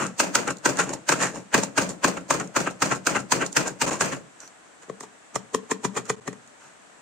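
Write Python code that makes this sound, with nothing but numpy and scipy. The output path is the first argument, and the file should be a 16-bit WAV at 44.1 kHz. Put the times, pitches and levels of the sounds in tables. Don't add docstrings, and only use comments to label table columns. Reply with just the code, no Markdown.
import sys
import numpy as np
from scipy import signal
from scipy.fft import rfft, irfft, next_fast_len
from scipy.io import wavfile

SR = 44100
rng = np.random.default_rng(int(sys.argv[2]) if len(sys.argv) > 2 else 0)


def to_wav(s):
    ch = np.atleast_2d(s).T
    pcm = np.round(np.clip(ch, -1, 1) * 32767)
    wavfile.write(sys.argv[1], SR, pcm.astype(np.int16))


N = 309141
SIZE = 16384
STROKE_S = (np.arange(SIZE) - SIZE // 4) / SR
STROKE_HZ = np.fft.rfftfreq(SIZE, 1 / SR)


def from_db(db):
    return 10 ** (np.asarray(db) / 20)


def at_hz(points, hz, axis=1):
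    points = np.array(points)
    return np.interp(np.log(np.maximum(hz, 1)), np.log(points[:, 0]), points[:, axis])


def with_energy(x, energy):
    return x * np.sqrt(energy / (np.sum(x ** 2) / 2 + 1e-20))


def add(out, s, sound):
    start = round(s * SR) - SIZE // 4
    first, last = max(start, 0), min(start + SIZE, N)
    out[:, first:last] += sound[:, first - start:last - start]


def stereo_noise(size, alike):
    mid, side = rng.standard_normal((2, size))
    return np.sqrt(1 + alike) * mid + np.sqrt(1 - alike) * np.array([side, -side])


def resonance(centre, width):
    r = np.exp(-np.pi * width / SR)
    poles = [1, -2 * r * np.cos(2 * np.pi * centre / SR), r * r]
    return (1 - r * r) / 2 * rfft([1, 0, -1], SIZE) / rfft(poles, SIZE)


def body(modes):
    response = 0
    for k, (hz, width_hz, level_db) in enumerate(modes):
        response = response + (-1) ** k * from_db(level_db) * resonance(hz, width_hz)
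    return response


def passband(low_hz, high_hz, order):
    edges = signal.butter(order, [low_hz, high_hz], "band", fs=SR, output="sos")
    return signal.sosfreqz(edges, STROKE_HZ, fs=SR)[1]


def excite(response, force, alike, snap=0):
    grain_db = 3.3
    grains = from_db(grain_db * np.repeat(rng.standard_normal(SIZE // 32), 32))
    push = with_energy(stereo_noise(SIZE, alike) * grains * force, 1)
    push[:, np.argmax(force)] += snap
    return with_energy(irfft(rfft(push) * response), np.sum(force ** 2))


def blow(half_s, swell, swell_s, lag_s):
    t = (STROKE_S - lag_s) / half_s
    onset = (1 + np.tanh(4 * (t + 1.13))) / 2
    core = onset * np.exp(-np.maximum(t, 0))
    soft = np.exp(-np.abs(t) * half_s / (half_s + swell_s))
    return (1 - swell) * core + swell * soft


def clack(parts, half_s, thud_db, clack_db, steel_db, wall_hz):
    heavy, plastic, steel = parts
    firm = min(0.0026 / half_s, 1)
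    wall = plastic * (1 + 1.2 * resonance(wall_hz, 177))
    thud_force = blow(half_s, swell=0.69, swell_s=0.0042, lag_s=-0.00036)
    crack_force = blow(half_s, swell=0.55, swell_s=0.0035, lag_s=-0.0005)
    ring_force = blow(half_s, swell=0.58, swell_s=0.0036, lag_s=-0.0003)
    thud = excite(heavy, thud_force, alike=0.78, snap=0.86 * firm)
    crack = excite(wall, crack_force, alike=0.55, snap=0.65 * firm)
    ring = excite(steel, ring_force, alike=0.15, snap=0.3 * firm)
    return from_db(thud_db) * thud + from_db(clack_db) * crack + from_db(steel_db) * ring


def weighted(level_db, weight_db, body_db):
    return level_db + body_db + weight_db, level_db, level_db + body_db - weight_db


def room_air():
    # (relative, per Hz)
    air_colour = [(18, -59), (30, -27), (81, -19), (292, -4), (359, -8.5), (443, -5.5), (532, -9),
                  (575, -5), (767, -5), (852, -7.5), (1680, -7), (1970, -11), (5040, -22.5), (7860, -13),
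                  (15500, -56)]
    level_db = -51.5
    size = next_fast_len(N)
    colour = from_db(at_hz(air_colour, np.fft.rfftfreq(size, 1 / SR)))
    hiss = irfft(rfft(stereo_noise(size, alike=0.05)) * colour, size)[:, :N]
    return from_db(level_db) * with_energy(hiss, N)


def springing_back(parts):
    # start_s, half_length_s, lid_db, spring_db, strongest_lid_resonance_hz
    lid_hits = [(0.02, 0.03, -25.5, -33, 1270), (0.484, 0.0089, -22.5, -36, 1360),
                (0.507, 0.0016, -24.5, -25, 1070), (0.8, 0.012, -17, -22.5, 1430),
                (0.901, 0.039, -36, -41.5, 910), (0.937, 0.0037, -35.5, -27.5, 920),
                (1.123, 0.0057, -16.5, -20, 1330), (1.233, 0.027, -22, -24, 1770),
                (1.365, 0.023, -39.5, -40.5, 955), (1.635, 0.0055, -28, -23, 910),
                (1.905, 0.012, -40, -35, 910), (2.175, 0.0057, -29, -39.5, 1410),
                (2.408, 0.01, -28.5, -38, 1280), (2.673, 0.0079, -21.5, -36, 1310),
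                (2.923, 0.011, -19.5, -28.5, 1330), (3.162, 0.011, -19.5, -29.5, 1300),
                (3.422, 0.011, -21, -32.5, 1400), (3.675, 0.013, -29.5, -31, 1490),
                (3.884, 0.022, -28.5, -30, 1070), (3.93, 0.024, -29.5, -31, 1010),
                (4.011, 0.0037, -17, -18, 1650), (4.132, 0.011, -28.5, -34.5, 1740)]
    settle_s, settle_length = 0.037, 0.98
    loose_half_s = 0.011
    out = np.zeros((2, N))
    for s, half_s, lid_db, spring_db, lid_hz in lid_hits:
        thud_db = -15.5 + 0.46 * lid_db
        add(out, s, clack(parts, half_s, thud_db, lid_db, spring_db, lid_hz))
        settle = clack(parts, half_s * settle_length, thud_db=thud_db - 9.5, clack_db=lid_db - 19,
                       steel_db=lid_db - 17.5, wall_hz=lid_hz)
        add(out, s + settle_s, min(half_s / loose_half_s, 1) * settle)
    return out


def room(x):
    # hz, t60_s, level_db
    decay = [(100, 0.39, -3), (246, 0.41, -7), (567, 0.33, -13.5), (1620, 0.22, -17.5), (3830, 0.14, -5.5),
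             (9200, 0.22, -21.5), (16600, 0.036, 4)]
    # hz, width_hz, level_db
    standing = [(125, 12, 1), (192, 14, 2.5), (253, 16, -3)]
    t, tail = np.arange(SR) / SR, 0
    for hz in 110 * 2 ** np.arange(8):
        band = signal.butter(2, [hz / np.sqrt(2), hz * np.sqrt(2)], "band", fs=SR, output="sos")
        build_up = 1 - np.exp(-(t / 0.0025) ** 2)
        dying = stereo_noise(SR, alike=0.39) * from_db(-60 * t / at_hz(decay, hz)) * build_up
        octave = signal.sosfilt(band, with_energy(dying, 1))
        tail = tail + from_db(at_hz(decay, hz, axis=2)) * octave
    tail[:, :SIZE] += irfft(body(standing))
    return signal.fftconvolve(x, tail, axes=1)[:, :N]


def coil_ticks(steel):
    # start_s, level_db
    snaps = [(0.067, -27), (0.478, -24), (0.57, -37), (0.585, -42), (0.771, -26), (0.893, -28),
             (1.892, -27.5), (2.4, -25.5), (2.475, -40), (3.206, -35), (3.464, -22), (3.528, -27.5),
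             (3.68, -23.5), (4.404, -35.5), (4.477, -41), (6.055, -38), (6.476, -45)]
    out = np.zeros((2, N))
    slip = blow(0.0011, swell=0.17, swell_s=0.0071, lag_s=0)
    for s, level_db in snaps:
        add(out, s, from_db(level_db) * excite(steel, slip, alike=0.2))
    return out


def cushioned(parts, s):
    heavy, plastic, steel = parts
    depth_db, fade_s, corner_hz = 7.5, 0.77, 121
    deep = 1 / (1 + (STROKE_HZ / corner_hz) ** 4)
    loss_db = depth_db * np.exp(-(s / fade_s) ** 2) * deep
    return heavy * from_db(-loss_db), plastic, steel


def judder(parts, hold_s, fade_s, rumble_fade_s):
    heavy, plastic, steel = parts
    after = np.maximum(STROKE_S, 0)
    start = 1 - np.exp(-after / 0.00079)
    chatter = start / np.hypot(1, np.exp((after - hold_s) / fade_s))
    shudder = start / np.hypot(1, np.exp((after - hold_s) / rumble_fade_s))
    return (from_db(-27.5) * excite(heavy, shudder, alike=0.39)
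            + from_db(-28) * excite(plastic, chatter, alike=0.018)
            + from_db(-31.5) * excite(steel, chatter, alike=0.062))


def chopping(parts):
    # start_s, level_db, weight_db (steel to wood), strongest_wall_resonance_hz
    slaps = [(0.202, -14, -4.5, 2660), (0.355, -14, -6, 1340), (0.66, -12, -0.5, 1480),
             (1.093, -14, -3, 1640), (1.546, -10.5, 1, 1840), (1.782, -13, 0, 1580),
             (2.046, -11.5, 0.5, 1090), (2.308, -14, -0.5, 1080), (2.567, -14.5, -0.5, 1430),
             (2.824, -14.5, -2, 1250), (3.071, -15, -3, 1420), (3.323, -13.5, -4.5, 1030),
             (3.57, -13, -3.5, 1700), (3.819, -17, -4.5, 2770), (4.022, -21, 0, 1730)]
    half_s, body_db = 0.0037, -5
    bounce_s, bounce_half_s = 0.038, 0.0074
    out = np.zeros((2, N))
    for s, level_db, weight_db, wall_hz in slaps:
        struck = cushioned(parts, s)
        thud_db, clack_db, steel_db = weighted(level_db, weight_db, body_db)
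        add(out, s, clack(struck, half_s, thud_db, clack_db, steel_db, wall_hz))
        bounce = clack(struck, bounce_half_s, thud_db=thud_db - 6, clack_db=thud_db - 14,
                       steel_db=thud_db - 10.5, wall_hz=wall_hz)
        add(out, s + bounce_s, bounce)
        add(out, s, judder(struck, hold_s=0.027, fade_s=0.043, rumble_fade_s=0.063))
    return out


def dips():
    dip_starts = [3.86, 6.16]
    gap_s, half_s, depth_db = 0.0445, 0.0035, 13
    t, depth = np.arange(N) / SR, 0
    for s in dip_starts:
        for lag_s in (0, gap_s):
            depth = depth + np.exp(-((t - s - lag_s) / half_s) ** 2)
    return from_db(-depth_db * depth)


def brushing(parts):
    # start_s, half_length_s, level_db
    rubs = [(4.43, 0.026, -49), (4.832, 0.012, -49), (5.652, 0.028, -61), (6.068, 0.016, -47),
            (6.655, 0.05, -53)]
    out = np.zeros((2, N))
    for s, half_s, level_db in rubs:
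        rub = clack(parts, half_s, thud_db=level_db - 5.5, clack_db=level_db,
                    steel_db=level_db - 2.5, wall_hz=1420)
        add(out, s, rub)
    return out


def squeak():
    # start_s, half_length_s, hz, width_hz, level_db
    scrape = (4.44, .04, 5940, 200, -51)
    s, half_s, hz, width_hz, level_db = scrape
    out = np.zeros((2, N))
    rub = np.exp(-(STROKE_S / half_s) ** 4)
    add(out, s, from_db(level_db) * excite(resonance(hz, width_hz), rub, alike=0.37))
    return out


def shaking(parts):
    # start_s, half_length_s, level_db, weight_db (steel to thud), strongest_wall_resonance_hz
    plunger_hits = [(4.898, 0.0029, -34.5, 9.5, 1110), (5.008, 0.00081, -32.5, -2.5, 2040),
                    (5.036, 0.01, -41, 0.5, 920), (5.359, 0.0029, -21.5, 0, 1160),
                    (5.547, 0.002, -17, 3, 1080), (5.715, 0.0037, -19.5, 1.5, 980),
                    (5.85, 0.0044, -20.5, 2, 930), (5.975, 0.01, -25, 1.5, 1180),
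                    (6.1, 0.0033, -19, 2, 1190), (6.279, 0.0037, -27.5, 3.5, 1830),
                    (6.33, 0.0018, -39.5, 2, 870)]
    body_db = -2
    out = np.zeros((2, N))
    for s, half_s, level_db, weight_db, wall_hz in plunger_hits:
        add(out, s, clack(parts, half_s, *weighted(level_db, weight_db, body_db), wall_hz))
    return out


def scene():
    # hz, width_hz, level_db (before the band filters below)
    board_modes = [(116, 25, -11), (175.1, 26.7, -3.5), (191, 23, -0.5), (302.4, 72, -2), (375, 154, -4),
                   (547, 247, -5.5)]
    hollow_modes = [(119.4, 9.9, -14), (191.3, 32, -6), (256, 137, -11), (423, 61, -3.5), (590, 230, -17)]
    plastic_modes = [(932, 227, 1), (1153, 147, 5.5), (1217, 179, 4.5), (1604, 207, 0.5), (1970, 400, -6),
                     (2356, 208, 0.5), (2490, 460, -3)]
    lid_modes = [(830, 108, 0), (1096, 137, 0.5), (1340, 143, -1), (1576, 88, 1), (1896, 224, -4),
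                 (2290, 210, -5), (2730, 410, -7)]
    free_wall_modes = [(740, 155, -1), (1035, 123, 0), (1195, 124, -1), (1600, 310, -7.5),
                       (1900, 146, -2.5), (2426, 160, -8), (3200, 610, -13)]
    steel_modes = [(4120, 1360, -9.5), (5330, 116, 1.5), (6330, 1850, 0), (7120, 630, 8), (8390, 2270, -4)]

    mids = passband(low_hz=713, high_hz=3380, order=2)
    plastic, lid, free_wall = body(plastic_modes) * mids, body(lid_modes) * mids, body(free_wall_modes) * mids
    crisp = from_db(-25) * passband(low_hz=13000, high_hz=14600, order=2)
    steel = body(steel_modes) * passband(low_hz=3575, high_hz=8910, order=3) + crisp
    edges = from_db(-3.5) * passband(low_hz=2900, high_hz=5280, order=1)
    blades = steel + edges
    spring = steel * (1 + 0.18 * resonance(7060, 370))
    bass = passband(low_hz=101, high_hz=954, order=3)
    shove = from_db(-24) * passband(low_hz=24.8, high_hz=109, order=1)
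    board = body(board_modes) * bass + shove
    hollow = body(hollow_modes) * bass + from_db(-9) * shove

    returns = springing_back((board, lid, spring)) + coil_ticks(spring)
    strokes = chopping((board, plastic, blades))
    handling = brushing((board, plastic, steel)) + squeak()
    shaken = shaking((hollow, free_wall, spring))
    dry = strokes + returns + shaken + handling
    return (dry + room(dry) + room_air()) * dips()


def record(dry):
    # hz, left_minus_right_db
    port_tilt = [(100, 4), (500, 4), (1100, 4), (1600, 1), (3500, 0.5), (5500, -0.5), (6900, -9.5),
                 (7700, 3.5), (8500, -0.5), (10000, 1), (15000, -0.5)]
    size = next_fast_len(N + SIZE)
    tilt_db = at_hz(port_tilt, np.fft.rfftfreq(size, 1 / SR))
    ports = from_db([tilt_db / 2, -tilt_db / 2])
    ports = ports / np.sqrt(np.mean(ports ** 2, axis=0))
    heard = irfft(rfft(dry, size) * ports, size)[:, :N]
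    rounded = 0.95 * np.tanh(heard / 0.95)
    cut = signal.ellip(10, 0.2, 80, 15600, fs=SR, output="sos")
    return signal.sosfilt(cut, rounded)


dry = scene()
out = record(dry)
to_wav(out)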